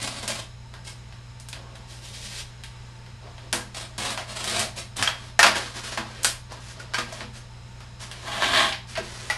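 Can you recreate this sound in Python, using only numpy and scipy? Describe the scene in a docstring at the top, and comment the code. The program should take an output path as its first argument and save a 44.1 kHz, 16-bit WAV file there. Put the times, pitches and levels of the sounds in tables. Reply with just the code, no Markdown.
"""A box cutter is drawn through corrugated cardboard on a worktable in a small workshop.
The cuts, slides and drags are dense showers of snapping fibres, filtered and levelled in three zones.
Snaps and blows are sharp contacts; knocks and worktop booms are decaying modes.
A tape camcorder hears it through the room's short ring, over mains hum, motor whine and moving air."""
import sys
import numpy as np
from scipy import signal
from scipy.fft import rfft, irfft
from scipy.io import wavfile

SR = 44100
rng = np.random.default_rng(int(sys.argv[2]) if len(sys.argv) > 2 else 0)


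def to_wav(s):
    """Save 16-bit WAV."""
    ch = np.atleast_2d(s).T  # columns
    pcm = np.round(np.clip(ch, -1, 1) * 32767)  # PCM
    wavfile.write(sys.argv[1], SR, pcm.astype(np.int16))


N = 413216
TIME = np.arange(N) / SR
ROOM_DB = -3.5  # echoes of a clack re its direct sound

# zones of every contact: board body, rasp, paper fizz: low_hz, high_hz
ZONES = [(80, 1200), (1200, 5000), (5000, 12500)]
# spectrum of a blow on the table: freq_hz, level_db
BLOW_COLOUR = [(80, -32.5), (210, -12), (340, -7.5), (470, -5), (650, 4), (900, 6), (1300, 7), (1850, 7.5),
               (2600, 6.5), (3500, 1.5), (4800, 1.5), (9500, -9), (12000, -16)]


def undb(db):
    """Decibels to gain."""
    return 10 ** (np.asarray(db) / 20)


def unit(x):
    """Scale to rms 1."""
    return x / np.sqrt(np.mean(x ** 2) + 1e-18)


def band(x, lo_hz, hi_hz):
    """Causal band-pass."""
    sos = signal.butter(3, [lo_hz, hi_hz], "band", fs=SR, output="sos")
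    return signal.sosfilt(sos, x + 1e-18)


def in_zones(x, levels_db):
    """Split into body, rasp and fizz; set the level of each."""
    return sum(unit(band(x, *zone)) * undb(db) for zone, db in zip(ZONES, levels_db))


def resonate(x, hz, width_hz):
    """One resonance, gain 1 at its centre."""
    return signal.lfilter(*signal.iirpeak(hz, hz / width_hz, fs=SR), x + 1e-18)


def colour(x, points, size=4096):
    """Minimum-phase filter through (freq_hz, level_db) points."""
    hz, db = np.transpose(points)
    bin_hz = np.arange(size // 2 + 1) * SR / size
    log_gain = np.log(undb(np.interp(np.log(bin_hz + 1), np.log(hz), db)))
    cepstrum = irfft(log_gain)[:size // 2]
    cepstrum[1:] *= 2  # folding makes it causal
    impulse = irfft(np.exp(rfft(cepstrum, size)))
    return signal.fftconvolve(x, impulse)[:len(x)]


def walk(rate_hz, n):
    """Random values joined by straight lines, spread near 1."""
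    steps = np.arange(n) / SR * rate_hz
    return 1.2 * np.interp(steps, np.arange(4096), rng.standard_normal(4096))


def add(out, s, x):
    """Mix x into out from time s on."""
    i = max(int(s * SR), 0)
    out[i:i + len(x)] += x[:max(N - i, 0)]


def room_tail(size=16384):
    """Dense reflections of a small hard room, energy 1; the treble dies first."""
    # decay time per zone: t60_s
    zone_t60_s = [0.35, 0.31, 0.27]
    t = np.arange(size) / SR
    noise = rng.standard_normal(size)
    tail = sum(band(noise, *zone) * np.exp(-np.log(1000) * t / t60_s)
               for zone, t60_s in zip(ZONES, zone_t60_s))
    onset = np.clip(t / 0.0021, 0, 1)
    return unit(tail * onset) / np.sqrt(size)


def in_room(x, wet_db):
    """Direct sound plus reflections; each call draws its own echoes."""
    wet = undb(wet_db)
    out = wet * signal.fftconvolve(x, room_tail())
    out[:len(x)] += x
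    return out / np.sqrt(1 + wet ** 2)


def board(x):
    """The sheet passes a push on and rings a little with it."""
    # resonances of the sheet on the table: freq_hz, width_hz, level_db
    resonances = [(214, 11, 10), (621, 68, -1.5), (1046, 56, -3.5), (1613, 33, 0.5), (1870, 94, -15),
                  (3240, 190, -11)]
    return x + sum(undb(db) * resonate(x, hz, width_hz) for hz, width_hz, db in resonances)


def friction(movements, spectrum, fibres_per_s, spread_db, catch_rate_hz, catch_db, wet_db):
    """Fibres break one by one; the edge catches and slips, so strong breaks come in clusters."""
    out = np.zeros(N)
    for movement in movements:
        s, rasp_db, body_db, fizz_db = np.transpose(movement)
        t = np.arange(s[0], s[-1], 1 / SR)
        chance, size, sign = rng.random((3, 2 * SR))[:, :len(t)]
        strength = undb(-spread_db * np.log(size + 0.087))
        breaks = (chance < fibres_per_s / SR) * np.sign(sign - .5) * strength
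        catches = undb(catch_db * walk(catch_rate_hz, len(t)))
        sound = colour(board(breaks * catches), spectrum)
        levels_db = [np.interp(t, s, db) for db in (rasp_db + body_db, rasp_db, rasp_db + fizz_db)]
        fade = np.clip(np.minimum(t - s[0], s[-1] - t) / 0.00055, 0, 1)
        add(out, s[0], in_room(in_zones(sound, levels_db) * fade, wet_db))
    return out


def strokes(table, release_db_per_s, body_db, fizz_db):
    """Each stroke rises evenly, swells or eases, dies away; a bright one has more fizz, less body."""
    depth_db = 25
    out = []
    for start_s, length_s, attack_s, db, swell_db, bright_db in table:
        t = np.linspace(0, length_s + depth_db / release_db_per_s, 256)
        rise_db = 20 * np.log10(np.clip(t / attack_s, undb(-depth_db), 1))
        swelling_db = swell_db * np.minimum(t / length_s, 1)
        release_db = release_db_per_s * np.maximum(t - length_s, 0)
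        level_db = db + rise_db + swelling_db - release_db
        out.append([(start_s + s, now_db, body_db - bright_db, fizz_db + bright_db)
                    for s, now_db in zip(t, level_db)])
    return out


def sweep(curve, body_db, fizz_db, body_growth, fizz_growth):
    """One long movement: body and fizz grow by their own number of dB for each dB of rasp."""
    s, db = np.transpose(curve)
    below_peak_db = db.max() - db
    body = body_db + (1 - body_growth) * below_peak_db
    fizz = fizz_db + (1 - fizz_growth) * below_peak_db
    return [np.column_stack([s, db, body, fizz])]


def contact(crumble_s, crumble_db, size=8192):
    """One sharp push, then a dying shower of smaller contacts."""
    t = np.arange(size) / SR
    shower = rng.standard_normal(size) * (rng.random(size) < .1) * np.exp(-t / crumble_s)
    push = undb(crumble_db) * unit(shower) / np.sqrt(size)
    push[0] += 1
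    return push


def hits(table, spectrum, crumble_s, crumble_db, wet_db):
    """Contacts through the sheet, each fading into an even wash of echoes."""
    out = np.zeros(N)
    for s, db, body_db, fizz_db in table:
        push = contact(crumble_s, crumble_db, size=12000)
        echoes = undb(wet_db) * room_tail(size=12000)
        sound = colour(board(push / np.linalg.norm(push) + echoes), spectrum)
        add(out, s, in_zones(sound, (db + body_db, db, db + fizz_db)))
    return out


def mode(hz, t60_s, size=8192):
    """A struck mode dying away."""
    t = np.arange(size) / SR
    return np.sin(2 * np.pi * hz * t) * np.exp(-np.log(1000) * t / t60_s)


def cuts():
    """Short cuts: the blade bites, runs and stops, breaking fibres."""
    # start_s, length_s, attack_s, level_db, swell_db, brightness_db
    table = [(0.0, 0.19, 0.0013, -33.5, -5.5, 0.5), (0.218, 0.032, 0.019, -32, -3.5, -1),
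             (0.274, 0.12, .01, -32.5, -4.5, 0), (0.84, 0.05, 0.042, -41.5, 1.5, 3.5),
             (3.743, 0.058, 0.0047, -35.5, -4.5, 1.5), (3.802, 0.019, 0.013, -40, 4.5, 0.5),
             (3.979, 0.13, .005, -34, 4.5, -0.5), (4.165, 0.048, 0.0095, -36.5, -4, -3.5),
             (4.27, 0.047, 0.03, -34.5, -1.5, 0), (4.35, .087, 0.017, -31.5, -5.5, 0.5),
             (4.441, 0.19, .004, -32.5, 4, -0.5), (4.752, 0.041, 0.036, -33.5, -2, 2),
             (4.958, 0.056, 0.0072, -36.5, 5, -2)]
    # freq_hz, level_db
    spectrum = [(50, -20), (92, 2.5), (140, -7.5), (210, -9.5), (280, -4.5), (450, -10), (650, -3),
                (900, -7), (1400, -2), (2200, 11.5), (3800, 9), (6000, -1.5), (9000, -1.5), (12000, -15)]
    movements = strokes(table, release_db_per_s=430, body_db=-2.5, fizz_db=-3.5)
    return friction(movements, spectrum, fibres_per_s=3000, spread_db=3,
                    catch_rate_hz=105.6, catch_db=3.0, wet_db=-3.5)


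def pull():
    """One long, hard pull of the blade, its fibre shower following a rasp curve."""
    # time_s, rasp_db
    curve = [(8.22, -60), (8.278, -33), (8.308, -40), (8.316, -32.5), (8.398, -33.5), (8.43, -22),
             (8.498, -30), (8.548, -18.5), (8.64, -23.5), (8.708, -33), (8.724, -59), (8.82, -77)]
    # freq_hz, level_db
    spectrum = [(80, -1), (150, -12), (240, -9), (330, 1.5), (450, -11), (620, -0.5), (760, 5.5),
                (940, 0.5), (1090, 6), (1250, 0), (1400, -3), (1750, 0.5), (2400, -3.5), (3500, -0.5),
                (5200, -11.5), (9000, -16.5), (12000, -24.5)]
    movements = sweep(curve, body_db=-8.5, fizz_db=-12.5, body_growth=0.6, fizz_growth=0.73)
    return friction(movements, spectrum, fibres_per_s=3000, spread_db=4.0,
                    catch_rate_hz=220, catch_db=1.0, wet_db=-3.0)


def snaps():
    """The liner pops under the blade or cracks along the cut: a push and a brief crumble."""
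    # start_s, rasp_db, body_re_rasp_db, fizz_re_rasp_db
    table = [(0.0276, -51, -8, 5), (0.2783, -41.5, -6, 1.5), (0.739, -55, 1, -10), (1.1243, -59.5, -2, -13),
             (1.3997, -64, -9, 6), (1.4865, -55.5, -7, 2.5), (1.529, -46.5, -9, -8), (1.7549, -57, -5, -7),
             (2.6366, -50.5, -14, -6), (3.0624, -61, -1, -14), (3.3808, -57.5, -5, -14),
             (3.528, -35, -5, -0.5), (3.5339, -48.5, 10.5, -14), (3.9802, -55, -4, 7.5),
             (4.1045, -45.5, 0, -2), (4.4424, -43.5, -8, -0.5), (4.4976, -43.5, -22, -0.5),
             (4.5942, -41, -9, 3.5), (4.9681, -52, -3, 6.5), (6.2325, -52, -7, 11), (6.246, -31, -5.5, 1.5),
             (8.114, -48, -8, -6.5), (8.3436, -49.5, 5, -14), (8.4221, -39.5, 7, -15),
             (8.5387, -38, 2, -11), (8.7248, -39.5, -30, -15.5)]
    # freq_hz, level_db
    spectrum = [(80, -44), (150, -39), (250, -15), (480, -12.5), (1000, -7.5), (1200, -7.5), (1550, 4.5),
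                (2500, 7), (6000, 1.5), (9500, 1.5), (12000, -8.5)]
    return hits(table, spectrum, crumble_s=.004, crumble_db=2, wet_db=0)


def drag():
    """The sheet is swivelled flat on the table: very dense, even friction."""
    # time_s, rasp_db
    curve = [(1.87, -61), (1.91, -46.5), (2.012, -55), (2.046, -44), (2.126, -49), (2.144, -41.5),
             (2.206, -46), (2.262, -38), (2.282, -45), (2.404, -36), (2.462, -63), (2.5, -61)]
    # freq_hz, level_db
    spectrum = [(80, -21), (200, -8), (450, 1), (1300, -8.5), (2000, -3), (2800, -1.5), (4500, 0.5),
                (6000, 0.5), (9000, -1.5), (12000, -12)]
    movements = sweep(curve, body_db=-17, fizz_db=-2.5, body_growth=0.38, fizz_growth=0.95)
    return friction(movements, spectrum, fibres_per_s=14000, spread_db=1.5,
                    catch_rate_hz=61.4, catch_db=0.0, wet_db=-9.0)


def slides():
    """The hands shift and rub the sheet in short friction strokes."""
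    # start_s, length_s, attack_s, level_db, swell_db, brightness_db
    table = [(1.53, 0.32, 0.048, -57.5, -12.5, -16), (3.2, .08, 0.053, -55, 3, -11),
             (3.3, 0.18, .04, -66, 8.5, -10), (5.12, 0.17, 0.072, -49, 1, 1),
             (5.545, 0.028, 0.015, -24, -3, 0.5), (5.59, 0.13, 0.032, -33, -12, 1),
             (5.735, 0.059, 0.029, -35.5, -2.5, 2.5), (5.825, 0.065, 0.02, -38, 1, 3.5),
             (5.912, 0.015, 0.014, -30.5, -2.5, 1.5), (6.05, 0.23, 0.018, -47, 1.5, -1),
             (6.49, 0.096, 0.024, -41.5, -9.5, -3), (6.59, .13, 0.018, -53.5, 7.5, 4.5),
             (6.74, 0.18, 0.018, -51.5, -2.5, -6), (6.79, 0.015, 0.0098, -42.5, -3, 3.5),
             (7.06, 0.16, .03, -48, 6, 0), (7.325, 0.056, 0.025, -47, -0.5, 4.5),
             (7.992, 0.043, 0.031, -37, -3.5, 4.5), (7.99, 0.28, .03, -55.5, 11, 0),
             (8.865, 0.075, 0.034, -43, -2.5, 4), (9.02, .33, 0.014, -44.5, 1.5, 3)]
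    # freq_hz, level_db
    spectrum = [(88, -82), (150, -36), (209, -5), (297, 2), (490, 0.5), (1170, -1.5), (4430, -4.5),
                (10800, -15), (11800, -26), (12500, -35), (16200, -65), (22000, -120)]
    movements = strokes(table, release_db_per_s=308, body_db=-4.5, fizz_db=-6.0)
    return friction(movements, spectrum, fibres_per_s=5000, spread_db=3,
                    catch_rate_hz=63.8, catch_db=-0.5, wet_db=-8.5)


def blows():
    """Knife and sheet strike the table: a push and a strong crumble."""
    # start_s, rasp_db, body_re_rasp_db, fizz_re_rasp_db
    table = [(4.1759, -42, -2, -7.5), (5.0255, -31.5, -9.5, -4.5), (5.0745, -36.5, -9, -16),
             (5.3913, -31.5, 0.5, -1), (5.4291, -21.5, -11.5, -8), (5.4434, -40, 11.5, -10),
             (5.464, -29.5, -5, -7), (5.9744, -39.5, 0.5, -11), (6.5205, -63, 10, 6), (6.9366, -42, -7, -8),
             (6.9834, -37.5, -6.5, -7), (7.1243, -54, -0.5, 1.5), (7.207, -47, -6, -22),
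             (7.8046, -58, -3, -6), (8.9538, -41.5, -9, -14)]
    return hits(table, BLOW_COLOUR, crumble_s=0.0032, crumble_db=6.5, wet_db=1.5)


def knocks(ring_wet_db, contact_s):
    """Hollow knocks: a clack and one quickly dying mode that swells while the contact lasts."""
    # knife and sheet: start_s, level_db, pitch_hz, t60_s, clack_re_ring_db
    table = [(5.075, -31.5, 3240, 0.016, -5.5), (5.393, -26, 1828, 0.031, 2),
             (5.444, -32, 1370, 0.035, -15), (5.974, -40, 1015, 0.032, -1.5), (5.985, -58, 490, 0.11, -10),
             (6.247, -42, 1480, 0.07, -18), (6.52, -56, 770, 0.078, -13), (6.799, -51, 1450, 0.069, -4),
             (6.944, -36, 1593, 0.1, 0), (6.945, -46, 4447, 0.05, -11), (6.979, -42.5, 1224, 0.064, -5),
             (7.125, -50.5, 632, 0.07, -26), (8.973, -44, 1593, 0.19, 2), (8.977, -39.5, 655, 0.042, -9),
             (8.995, -45.5, 388, 0.13, -17), (9.3, -30, 1950, 0.12, -5)]
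    out = np.zeros(N)
    for s, db, hz, t60_s, clack_db in table:
        clack = in_room(unit(colour(contact(0.013, 9.9), BLOW_COLOUR)), ROOM_DB)
        ring = mode(hz, t60_s)
        swell = 1 - np.exp(-TIME[:len(ring)] / contact_s)
        ring = in_room(unit(ring * swell), ring_wet_db)
        add(out, s, undb(db) * (ring + undb(clack_db) * clack))
    return out


def bumps(wet_db):
    """The bumped worktop booms briefly in its modes, a little differently each time."""
    # start_s, level_db
    table = [(3.533, -44), (5.441, -40), (5.984, -43.5), (6.983, -44.5), (7.21, -50.5), (8.987, -47.5)]
    # modes of the worktop: freq_hz, level_db, t60_s
    modes = [(208, -6, 0.62), (242, -3.5, 0.46), (335.5, -2, 0.32), (370, -15.5, 0.22), (494, -3, 0.3)]
    out = np.zeros(N)
    for s, db in table:
        boom = 0
        for hz, mode_db, t60_s in modes:
            detune = 1 + 0.027 * rng.standard_normal()
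            boom = boom + undb(mode_db) * mode(hz * detune, t60_s) * rng.choice([-1, 1])
        add(out, s, in_room(undb(db) * unit(boom), wet_db))
    return out


def mains_hum():
    """Steady sines at multiples of the mains frequency."""
    # mains_multiple, rms_db
    harmonics = [(1, -51), (2, -45.5), (3, -71.5)]
    mains_hz = 60
    return sum(np.sqrt(2) * undb(db) * np.sin(2 * np.pi * (round(k) * mains_hz * TIME + rng.random()))
               for k, db in harmonics)


def motor_whine():
    """Wavering motor and fan tones: one noise through pairs of equal resonances."""
    # freq_hz, width_of_each_resonance_hz, rms_db
    tones = [(93.2, 31, -55), (900, 39, -59), (1160, 13, -69), (3970, 280, -65), (5160, 380, -63.5),
             (6730, 47, -71)]
    flutter = rng.standard_normal(N)
    return sum(undb(db) * unit(resonate(resonate(flutter, hz, width_hz), hz, width_hz))
               for hz, width_hz, db in tones)


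def air():
    """A gently wavering rush of air over a low ventilation rumble, both coloured noise."""
    # freq_hz, level_db
    rush_spectrum = [(100, -8), (220, -15), (330, 0), (600, -1), (950, -3), (1400, -2), (3000, -5),
                     (5200, -10.5), (7500, -12.5), (10000, -20), (12000, -31)]
    # freq_hz, level_db
    rumble_spectrum = [(10, -30), (23, 6), (36, 11.5), (55, 8), (75, 1), (100, 3), (140, 2), (190, 2.5),
                       (240, -1), (400, -37.5)]
    rush_db, rumble_db = -53.5, -51.5
    rush = colour(rng.standard_normal(N), rush_spectrum) * undb(1.2 * walk(5, N))
    rumble = colour(rng.standard_normal(N), rumble_spectrum)
    return undb(rush_db) * unit(rush) + undb(rumble_db) * unit(rumble)


def background():
    """Hum, whine and air add up to the noise floor."""
    return mains_hum() + motor_whine() + air()


def stereo(work, floor, echo_side_db):
    """Close microphones: only faint echoes, motor noise and air differ between left and right."""
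    # difference in the echoes, mostly middle range: freq_hz, level_db
    echo_spectrum = [(60, -17), (350, -85), (800, -10), (2200, 10), (3500, -42), (9000, -20)]
    # difference in motor and air noise: freq_hz, level_db
    floor_spectrum = [(24, -18), (45, -6), (115, -6), (160, -14), (380, -5.5), (620, -6.5), (900, 8.5),
                      (1500, -10), (2200, -17), (2800, -39), (12000, -45)]
    floor_side_db = -63
    reverberant = signal.oaconvolve(work, room_tail())[:N]
    echoes = undb(echo_side_db) * colour(reverberant, echo_spectrum)
    noise = undb(floor_side_db) * unit(colour(rng.standard_normal(N), floor_spectrum))
    side = echoes + noise
    return np.array([work + floor + side, work + floor - side])


def scene():
    """Knife, cardboard and worktop in the humming room."""
    work = cuts() + pull() + snaps() + drag() + slides() + blows()
    work += knocks(ring_wet_db=-9, contact_s=0.002)
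    work += bumps(wet_db=-13.5)
    return stereo(work, background(), echo_side_db=-39.5)


def record(dry):
    """The camcorder dips every multiple of its head drum's speed, rounds loud peaks, cuts the top."""
    drum_hz, top_hz = 150.15, 12050
    freq_hz = np.arange(N // 2 + 1) * SR / N
    turn = np.exp(-2j * np.pi * freq_hz / drum_hz)  # delay of one drum turn
    comb = (1 - .78 * turn) / (1 - .55 * turn)
    sound = irfft(rfft(dry) * comb, N)
    sound = sound / (1 + (sound / .72) ** 6) ** (1 / 6)
    return signal.sosfilt(signal.ellip(10, .2, 70, top_hz, fs=SR, output="sos"), sound)


dry = scene()
out = record(dry)
to_wav(out)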